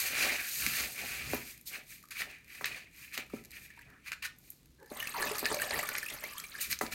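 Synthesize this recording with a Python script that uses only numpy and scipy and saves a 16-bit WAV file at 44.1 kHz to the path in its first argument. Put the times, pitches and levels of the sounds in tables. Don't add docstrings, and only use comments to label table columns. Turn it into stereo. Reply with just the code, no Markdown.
import sys
import numpy as np
from scipy import signal
from scipy.fft import rfft, irfft, next_fast_len
from scipy.io import wavfile
from scipy.ndimage import map_coordinates

SR = 44100
rng = np.random.default_rng(int(sys.argv[2]) if len(sys.argv) > 2 else 0)


def digitize_waveform(pressure):
    field = np.atleast_2d(pressure).T
    bounded = np.clip(field, -1, 1)
    quanta = np.round(bounded * 32767).astype(np.int16)
    wavfile.write(sys.argv[1], SR, quanta)


N = 306054


def amp(db):
    return 10 ** (np.asarray(db) / 20)


def unit(x):
    return x / np.sqrt(np.mean(x ** 2) + 1e-20)


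def along(points, hz):
    f, v = np.transpose(points)
    return np.interp(np.log(hz + 1), np.log(f), v)


def wobble(rate):
    knots = rng.standard_normal(int(N * rate / SR) + 4)
    return map_coordinates(knots, [np.arange(N) * rate / SR])


def filtered(x, response):
    size = next_fast_len(N + SR // 2)
    hz = np.fft.rfftfreq(size, 1 / SR)
    return irfft(rfft(x, size) * response(hz), size)[..., :N]


def coloured(x, spectrum):
    return unit(filtered(x, lambda hz: amp(along(spectrum, hz))))


def add(track, s, sound):
    part = track[max(0, round(s * SR)):][:len(sound)]
    part += sound[:len(part)]


def grit(rate, spread_db, clump_db, clump_rate):
    contacts = (rng.random(N) < rate / SR) * rng.choice([-1, 1], N)
    size_db = spread_db * np.clip(rng.standard_normal(N), -2, 2)
    return contacts * amp(size_db + clump_db * np.tanh(wobble(clump_rate)))


def bubble(hz, cycles, rise):
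    age = np.arange(int(5 * cycles / hz * SR)) * hz / SR / cycles
    tone = np.sin(2 * np.pi * cycles * (age + rise * age ** 2 / 2))
    return tone * np.exp(-age) * (1 - np.exp(-4 * age)) * 1.77


def swarm(rate, low_hz, high_hz, cycles, spread_db):
    out = np.zeros(N)
    for when, size, strength, rise in rng.random((int(rate * N / SR), 4)):
        hz = low_hz * (high_hz / low_hz) ** size
        add(out, when * N / SR, amp(spread_db * strength) * bubble(hz, cycles, 0.069 * rise))
    return out


SWELL_DB = 21.5
RISE_CURVE, FALL_CURVE = 1.78, 1.07


def swell(peak_s, rise_s, fall_s):
    t = np.arange(N) / SR - peak_s
    near = (t > -3 * rise_s) & (t < 3 * fall_s)
    out, t = np.zeros(N), t[near]
    rise, fall = np.abs(t / rise_s) ** RISE_CURVE, np.abs(t / fall_s) ** FALL_CURVE
    out[near] = amp(-SWELL_DB * np.where(t < 0, rise, fall))
    return out


def movements(rows):
    powers = (np.outer(amp(levels), swell(s, rise_s, fall_s)) ** 2 for s, rise_s, fall_s, *levels in rows)
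    return np.sqrt(sum(powers))


# (time of most speed [s], rise [s], fall [s], colander wall level [dB], wet hiss level [dB])
RUBBING_STROKES = [(0.0, .15, 0.18, -37.5, -32.5), (0.07, 0.044, 0.11, -36.5, -39.5),
                   (0.235, 0.15, 0.31, -30.5, -40.5), (0.6, 0.32, 0.66, -57, -37),
                   (0.65, 0.15, 0.18, -39.5, -46), (0.795, 0.16, 0.15, -35.5, -38.5),
                   (1.0, 0.064, 0.094, -41, -54), (1.12, 0.19, 0.3, -40.5, -45.5),
                   (1.25, 0.15, 0.19, -45, -68), (1.335, .09, 0.16, -43.5, -42.5),
                   (1.5, 0.11, 0.082, -50.5, -48.5), (1.675, 0.02, 0.067, -73, -41),
                   (1.755, 0.078, 0.077, -43.5, -50.5), (1.93, 0.093, .12, -57.5, -51),
                   (2.111, .006, 0.1, -43, -51.5), (2.21, 0.078, 0.06, -39, -44.5),
                   (2.31, 0.069, 0.13, -50, -68), (2.56, 0.12, 0.23, -51.5, -55.5),
                   (2.658, .012, 0.078, -36, -52), (2.78, 0.16, .11, -46, -67),
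                   (3.02, 0.12, 0.18, -53, -54.5), (3.145, 0.026, .06, -42, -46),
                   (3.185, 0.026, 0.078, -43, -65), (3.36, 0.087, .12, -55.5, -58.5),
                   (3.575, 0.093, 0.04, -50, -56), (3.65, 0.11, 0.064, -58.5, -55.5),
                   (3.8, 0.33, 0.32, -61, -80), (4.08, 0.044, 0.061, -44.5, -56),
                   (4.131, 0.011, 0.019, -42, -54), (4.225, 0.0037, 0.05, -39.5, -55),
                   (4.258, 0.029, 0.026, -35, -49), (4.48, 0.11, 0.22, -72, -61.5),
                   (6.615, 0.018, 0.097, -40.5, -34.5), (6.722, 0.032, 0.028, -37, -32.5),
                   (6.86, 0.023, .06, -53, -59), (6.927, 0.021, .05, -40.5, -44)]
# (time of most weight [s], rise [s], fall [s], rumble level [dB], shifting beans level [dB])
HEAP_PRESSES = [(0.07, 0.12, .15, -58.5, -58), (0.28, 0.22, 0.21, -54, -45), (0.67, 0.11, 0.17, -47.5, -55),
                (0.82, 0.11, 0.2, -56, -54.5), (1.045, 0.091, 0.18, -56.5, -53),
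                (1.33, 0.33, .17, -48, -58), (1.77, 0.099, 0.076, -66, -58.5),
                (2.225, 0.043, 0.13, -63, -54.5), (2.77, 0.28, .1, -61, -60),
                (3.185, 0.019, 0.08, -80, -54), (3.37, 0.14, 0.57, -60, -72), (3.9, 0.074, 0.13, -59, -67),
                (4.45, 0.27, 0.19, -70, -77.5), (6.71, 0.059, 0.078, -51, -74),
                (6.85, 0.042, 0.09, -52, -51), (6.94, .04, .1, -52, -55)]
# (frequency [Hz], level [dB])
RING_COLOUR = [(700, -28.5), (1400, -17), (1750, -4.5), (2150, -3), (2430, 3), (2750, -8.5), (3300, -14),
               (9000, -42)]
# (frequency [Hz], level [dB])
WALL_COLOUR = [(300, -33), (850, -17), (1100, -3), (1800, -2), (2150, -6), (2480, 2), (3300, -8.5),
               (4300, -7), (7000, -14), (14000, -19)]
# (frequency [Hz], level [dB])
HISS_COLOUR = [(1500, -15.5), (3200, -1.5), (4300, 0.5), (6000, 0), (7400, -1), (8700, 0), (9900, -5.5),
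               (12300, 5), (16000, -5.5)]
# (frequency [Hz], level [dB])
HEAP_COLOUR = [(100, -22), (250, 0.5), (450, 2), (780, 8), (1100, -8), (2000, -32)]
# (frequency [Hz], level [dB])
RUMBLE_COLOUR = [(25, -20), (42, -8), (52, -6), (62, 4), (75, -0.5), (95, -8.5), (128, -0.5), (200, -8.5),
                 (400, -16), (900, -57)]


def rubbing(firm_db=-45):
    wall, hiss = movements(RUBBING_STROKES)
    rumble, heap = movements(HEAP_PRESSES)
    firm = wall / (wall + amp(firm_db))
    ring = coloured(grit(rate=2500, spread_db=2.5, clump_db=5, clump_rate=80), RING_COLOUR)
    rasp = coloured(grit(rate=4500, spread_db=3.5, clump_db=2.0, clump_rate=78), WALL_COLOUR)
    scrape = amp(1.0) * wall * (np.sqrt(1 - firm) * ring + np.sqrt(firm) * rasp)
    wet_grit = grit(rate=9200, spread_db=5.0, clump_db=1.0, clump_rate=120)
    wet = amp(-0.5) * hiss * coloured(wet_grit, HISS_COLOUR)
    bursts = swarm(rate=750, low_hz=2960, high_hz=14500, cycles=2.3, spread_db=14)
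    film = amp(-12.0) * hiss * coloured(bursts, HISS_COLOUR)
    heap_grit = grit(rate=1600, spread_db=6.5, clump_db=4.5, clump_rate=34)
    shift = amp(4) * heap * coloured(heap_grit, HEAP_COLOUR)
    thud = amp(-0.5) * rumble * coloured(rng.standard_normal(N), RUMBLE_COLOUR)
    return scrape + wet + film + shift + thud


# (frequency [Hz], level [dB])
TICK_COLOUR = [(200, -25), (900, -12), (1700, -0.5), (2450, 0.5), (3200, -8.5), (4200, -0.5), (7000, -2),
               (10000, -7.5), (12500, 4), (16000, -14)]


def settling(db=-71):
    contacts = grit(rate=62, spread_db=8.5, clump_db=6.5, clump_rate=5.05)
    return amp(db) * coloured(contacts, TICK_COLOUR)


# (time [s], length [s], first pitch [Hz], last pitch [Hz], width [Hz], level [dB])
SQUEEZED_POCKETS = [(0.268, 0.25, 2160, 1506, 361, -42.5), (3.845, 0.17, 1430, 1510, 606, -55.5),
                    (4.117, 0.021, 1350, 1890, 382, -35.5), (4.228, 0.04, 2335, 1400, 382, -34),
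                    (4.774, 0.13, 1606, 1720, 162, -60), (4.782, 0.11, 965, 840, 154, -55.5),
                    (4.785, 0.1, 456, 400, 151, -54.5), (5.134, 0.06, 1265, 705, 218, -29),
                    (5.709, 0.0477, 1583, 2023, 97, -43), (5.947, 0.055, 1296, 2580, 101, -39.5),
                    (6.146, 0.03, 1925, 1320, 98, -48.5), (6.238, 0.034, 1950, 2660, 100, -43.5),
                    (6.27, 0.062, 2600, 2430, 246, -50), (6.336, 0.08, 893, 1500, 80, -42.5),
                    (6.369, 0.024, 3150, 3300, 80, -41)]


def squelches():
    out = np.zeros(N)
    for s, length, first_hz, last_hz, width_hz, db in SQUEEZED_POCKETS:
        u = np.linspace(0, 1, int(length * SR))
        phase = 2 * np.pi * np.cumsum(first_hz * (last_hz / first_hz) ** u) / SR
        knots = np.arange(len(u)) * 1.7 * width_hz / SR
        a, b = (map_coordinates(k, [knots], mode="mirror") for k in rng.standard_normal((2, 200)))
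        noise = unit(a * np.sin(phase) + b * np.cos(phase))
        add(out, s, amp(db - 3) * np.sin(np.pi * u) * noise)
    return out


# (time [s], level [dB], change of the top treble [dB])
WALL_TICKS = [(0.6647, -14.5, -12), (1.5774, -38, 8), (1.612, -40.5, 20), (2.108, -34.5, 9),
              (1.346, -24, 17), (2.2197, -23, -49), (2.6439, -18.5, -33), (2.6574, -22, -5),
              (3.1775, -18, -23), (4.119, -23, -21), (4.264, -33, -18), (4.3864, -43.5, 22),
              (4.5032, -31.5, 39), (5.383, -21, -1), (5.3932, -20.5, 6), (5.456, -15.5, -20),
              (5.5452, -21, -4.5), (5.619, -19.5, 11), (5.7089, -22.5, -22), (5.7906, -22.5, -7),
              (5.89, -21, 0), (5.9524, -23, -25), (5.983, -19, -6), (6.2385, -33, 25), (6.382, -25.5, 14),
              (6.4, -27.5, -5), (6.7277, -19.5, -23.5), (6.7893, -27, -5), (6.865, -27, -22),
              (6.925, -27.5, -12)]


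def ticks(ring_s=0.00079, rattle_s=0.019, rattle_db=-20, bright_hz=6500, ripple_db=3.0, first_contact=7):
    out, t = np.zeros(N), np.arange(2048) / SR
    hz = np.fft.rfftfreq(len(t), 1 / SR)
    for s, db, treble_db in WALL_TICKS:
        fading = np.exp(-t / ring_s) + amp(rattle_db) * np.exp(-t / rattle_s)
        burst = rng.choice([-1, 1], len(t)) * fading
        burst[0] = first_contact
        ripple = np.interp(hz, np.linspace(0, SR / 2, 20), rng.standard_normal(20)) * hz / (hz + 3000)
        treble = treble_db * hz ** 4 / (hz ** 4 + bright_hz ** 4)
        colour_db = along(TICK_COLOUR, hz) + ripple_db * ripple + treble
        cepstrum = irfft(np.log(amp(colour_db)))
        causal = np.exp(rfft(cepstrum * 2 * (t < t[-1] / 2)))
        snap = irfft(rfft(burst) * causal)
        add(out, s, amp(db + 4.5) * snap / np.abs(snap).max())
    return out


# (time [s], level [dB], centre of the first blow [Hz])
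BOARD_KNOCKS = [(0.668, -37, 164), (1.333, -17, 492), (2.61, -28.5, 940), (3.179, -44.5, 314),
                (3.335, -27.5, 258), (3.41, -49, 270), (4.914, -33, 354), (5.427, -24, 483),
                (5.513, -26.5, 517), (6.675, -51, 170), (6.715, -52, 170), (6.811, -15, 930),
                (6.832, -32, 190)]
# (frequency [Hz], level [dB], time to fade by 60 dB [s])
BOARD_MODES = [(124, -13, 0.21), (220.5, -2.5, 0.15), (287, 0.5, 0.081), (398, 5, 0.035), (563, 3, 0.032),
               (748, 7, 0.023), (978, 5.5, 0.065), (1127, 4, 0.029), (1298, 8.5, 0.02), (1670, 3, 0.033),
               (2005, 3, 0.033)]
BOUNCE_S, BOUNCE_LOSS_DB, BOUNCE_DULLS = .012, 12.5, 0.5


def knocks(octaves=1.24, crack_db=-22, count=3):
    out, t = np.zeros(N), np.arange(SR // 4) / SR
    contacts = [(s + k * BOUNCE_S, db - k * BOUNCE_LOSS_DB, hz * BOUNCE_DULLS ** k)
                for s, db, hz in BOARD_KNOCKS for k in range(count)]
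    for s, db, centre_hz in contacts:
        ring = np.zeros(len(t))
        for k, (hz, level, t60) in enumerate(BOARD_MODES):
            fading = amp(level + rng.normal(0, 0.69) - 60 * t / t60)
            reach = 1 / (1 + (np.log2(hz / centre_hz) / octaves) ** 4)
            ring += fading * (-1) ** k * np.sin(2 * np.pi * hz * t) * reach
        crack = amp(crack_db - 60 * t / 0.2) * (centre_hz / 900) ** 2 * rng.standard_normal(len(t))
        add(out, s, amp(db) * (ring / np.abs(ring).max() + crack))
    return out


# (time [s], level [dB], starting pitch [Hz])
SINGLE_BUBBLES = [(2.038, -40.5, 1200), (3.3, -42, 1210), (3.365, -42, 1290), (3.703, -42, 1750),
                  (3.775, -41.5, 930), (3.791, -39.5, 1650), (3.812, -46, 1930), (5.001, -25, 2860),
                  (5.026, -25.5, 1810), (5.072, -25, 2575), (5.226, -22.5, 1686), (5.271, -26, 2570),
                  (5.311, -28, 418), (5.354, -24.5, 1225), (5.461, -19, 1750), (5.568, -27, 573),
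                  (5.598, -24.5, 1580), (5.618, -21.5, 1770), (5.675, -31.5, 740), (5.741, -24, 1890),
                  (5.793, -23.5, 1970), (5.831, -22.5, 1180), (5.888, -23.5, 1467), (6.029, -26, 1755),
                  (6.062, -30, 2500), (6.084, -31, 2680), (6.1, -31, 3300), (6.239, -27, 2034),
                  (6.44, -31, 2314), (6.551, -29.5, 1620)]


def plops(snap_db=-11, snap_s=0.0029):
    out, t = np.zeros(N), np.arange(SR // 20) / SR
    for s, db, hz in SINGLE_BUBBLES:
        add(out, s, amp(db - 3.5) * bubble(hz, cycles=0.0028 * hz + 2.5, rise=0.01))
        snap = np.exp(-t / snap_s) * rng.standard_normal(len(t))
        add(out, s, amp(db + snap_db) * hz / 2000 * snap)
    return out


# (time [s], level [dB])
STIR_VIGOUR = [(4.86, -84), (4.966, -45), (5.086, -42.5), (5.13, -47), (5.204, -37), (5.392, -43.5),
               (5.776, -37.5), (6.018, -42), (6.226, -46.5), (6.458, -53.5), (6.6, -45)]
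# (time [s], level [dB])
WATER_GULPS = [(4.921, -48.5), (4.97, -45), (5.228, -36), (5.28, -43), (5.345, -42.5), (5.44, -41),
               (5.519, -34), (5.622, -39.5), (5.96, -54), (6.13, -46.5), (6.243, -46)]
LARGE_GROWS, SMALL_GROWS, SPRAY_GROWS = 2.86, 0.99, 0.68
LARGE_DB, SMALL_DB, SPRAY_DB = -41, -39, -42
GULP_RISE_S, GULP_FALL_S = 0.03, 0.073
GULP_SMALL_DB, GULP_SPRAY_DB = -10.5, -4.5


def stirring(churn_db=3.0, churn_rate=32):
    s, db = np.transpose(STIR_VIGOUR)
    vigour_db = np.interp(np.arange(N) / SR, s, db - db.max(), -120, -120)
    vigour_db = vigour_db + churn_db * (np.tanh(wobble(churn_rate)) - .5)
    gulps, = movements([(when, GULP_RISE_S, GULP_FALL_S, level) for when, level in WATER_GULPS])
    large = np.hypot(amp(LARGE_DB + LARGE_GROWS * vigour_db), gulps)
    small = np.hypot(amp(SMALL_DB + SMALL_GROWS * vigour_db), amp(GULP_SMALL_DB) * gulps)
    spray = np.hypot(amp(SPRAY_DB + SPRAY_GROWS * vigour_db), amp(GULP_SPRAY_DB) * gulps)
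    return large, small, spray


# (frequency [Hz], width [Hz], level [dB])
BOWL_RESONANCES = [(205, 230, -14.5), (414, 91, -7), (607, 86, 2.5), (790, 190, 2.5), (1140, 224, 5),
                   (1700, 113, 7), (2450, 1100, 2.5)]


def bowl(hz):
    return sum((-1) ** k * amp(db) * 1j * hz * width / (centre ** 2 - hz * hz + 1j * hz * width)
               for k, (centre, width, db) in enumerate(BOWL_RESONANCES))


# (frequency [Hz], level [dB])
SPRAY_COLOUR = [(1800, 8.5), (3300, 2), (4400, 2.5), (6500, -3.5), (8600, -1), (9900, -6.5), (12300, 1.5),
                (16000, -6.5)]


def sloshing():
    large, small, spray = stirring()
    large_pockets = swarm(rate=450, low_hz=238, high_hz=1550, cycles=1.5, spread_db=17)
    gurgle = unit(filtered(large_pockets, bowl))
    small_pockets = swarm(rate=700, low_hz=1100, high_hz=3400, cycles=5.5, spread_db=24)
    babble = unit(filtered(small_pockets, bowl))
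    crackle = coloured(grit(rate=9000, spread_db=4.5, clump_db=4, clump_rate=140), SPRAY_COLOUR)
    droplets = swarm(rate=900, low_hz=3000, high_hz=15500, cycles=5, spread_db=26)
    fizz = coloured(np.diff(droplets, prepend=0), SPRAY_COLOUR)
    surge = coloured(rng.standard_normal(N), RUMBLE_COLOUR)
    deep = large * (amp(3.0) * gurgle + amp(-17) * surge)
    return deep + amp(-1.5) * small * babble + spray * (amp(-7) * crackle + amp(-2.0) * fizz)


# (frequency [Hz], time to fade by 60 dB [s])
ROOM_FADE = [(200, 0.58), (700, 0.23), (4000, 0.27), (15000, 0.17)]


def room(x):
    hz, t, z = signal.stft(rng.standard_normal((2, SR // 2)), SR, nperseg=256)
    fading = amp(-60 * t / along(ROOM_FADE, hz)[:, None])
    tail = signal.istft(z * fading, SR, nperseg=256)[1]
    tail = np.pad(tail / np.linalg.norm(tail[0]), ((0, 0), (130, 0)))
    return signal.fftconvolve(x[None], tail, axes=1)[:, :N]


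def near_echoes(x, t60=0.0066, low_hz=2000, size=128):
    hz, t, z = signal.stft(x, SR, nperseg=size)
    keep = amp(-60 * t[1] / t60) ** 2
    energy = signal.lfilter([1 - keep], [1, -keep], np.abs(z) ** 2)
    phases = np.exp(2j * np.pi * rng.random((2, *z.shape)))
    echoes = signal.istft(np.sqrt(2 * energy) * phases, SR, nperseg=size)[1]
    late = np.pad(echoes, ((0, 0), (size // 2, 0)))[:, :N]
    return filtered(late, lambda hz: hz ** 2 / (hz ** 2 + low_hz ** 2))


# (frequency [Hz], level [dB])
FLOOR_COLOUR = [(25, -27), (42, 4), (52, -9), (64, 6), (95, -8.5), (130, 0.5), (180, -4.5), (280, -7),
                (700, -25.5), (2300, -27.5), (4000, -26), (16000, -35)]
# (frequency [Hz], level difference [dB])
LEFT_RIGHT_BALANCE = [(60, 0.5), (200, 4.5), (700, 3.5), (1300, 7.5), (2400, 5), (4400, 2), (8100, 7),
                      (15000, 1)]
PORT_LAG_S = .000455


def scene():
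    work = rubbing() + sloshing() + plops() + squelches() + ticks() + settling() + knocks()
    shared_noise = amp(-66.0) * coloured(rng.standard_normal(N), FLOOR_COLOUR)
    two_noises = coloured(rng.standard_normal((2, N)), FLOOR_COLOUR)
    air = amp(-64) * filtered(two_noises, lambda hz: hz / (hz + 300))
    sides = np.array([[1], [-1]])
    direct = filtered(work, lambda hz: np.exp(1j * np.pi * hz * PORT_LAG_S * sides))
    walls = filtered(room(work), lambda hz: hz / (hz + 200))
    pair = direct + near_echoes(work) + amp(-7.0) * walls + shared_noise + air
    return filtered(pair, lambda hz: amp(along(LEFT_RIGHT_BALANCE, hz) * sides / 2))


TOP_HZ = 16200


def record(dry):
    return filtered(dry, lambda hz: 1 / (1 + (hz / TOP_HZ) ** 160))


dry = scene()
out = record(dry)
digitize_waveform(out)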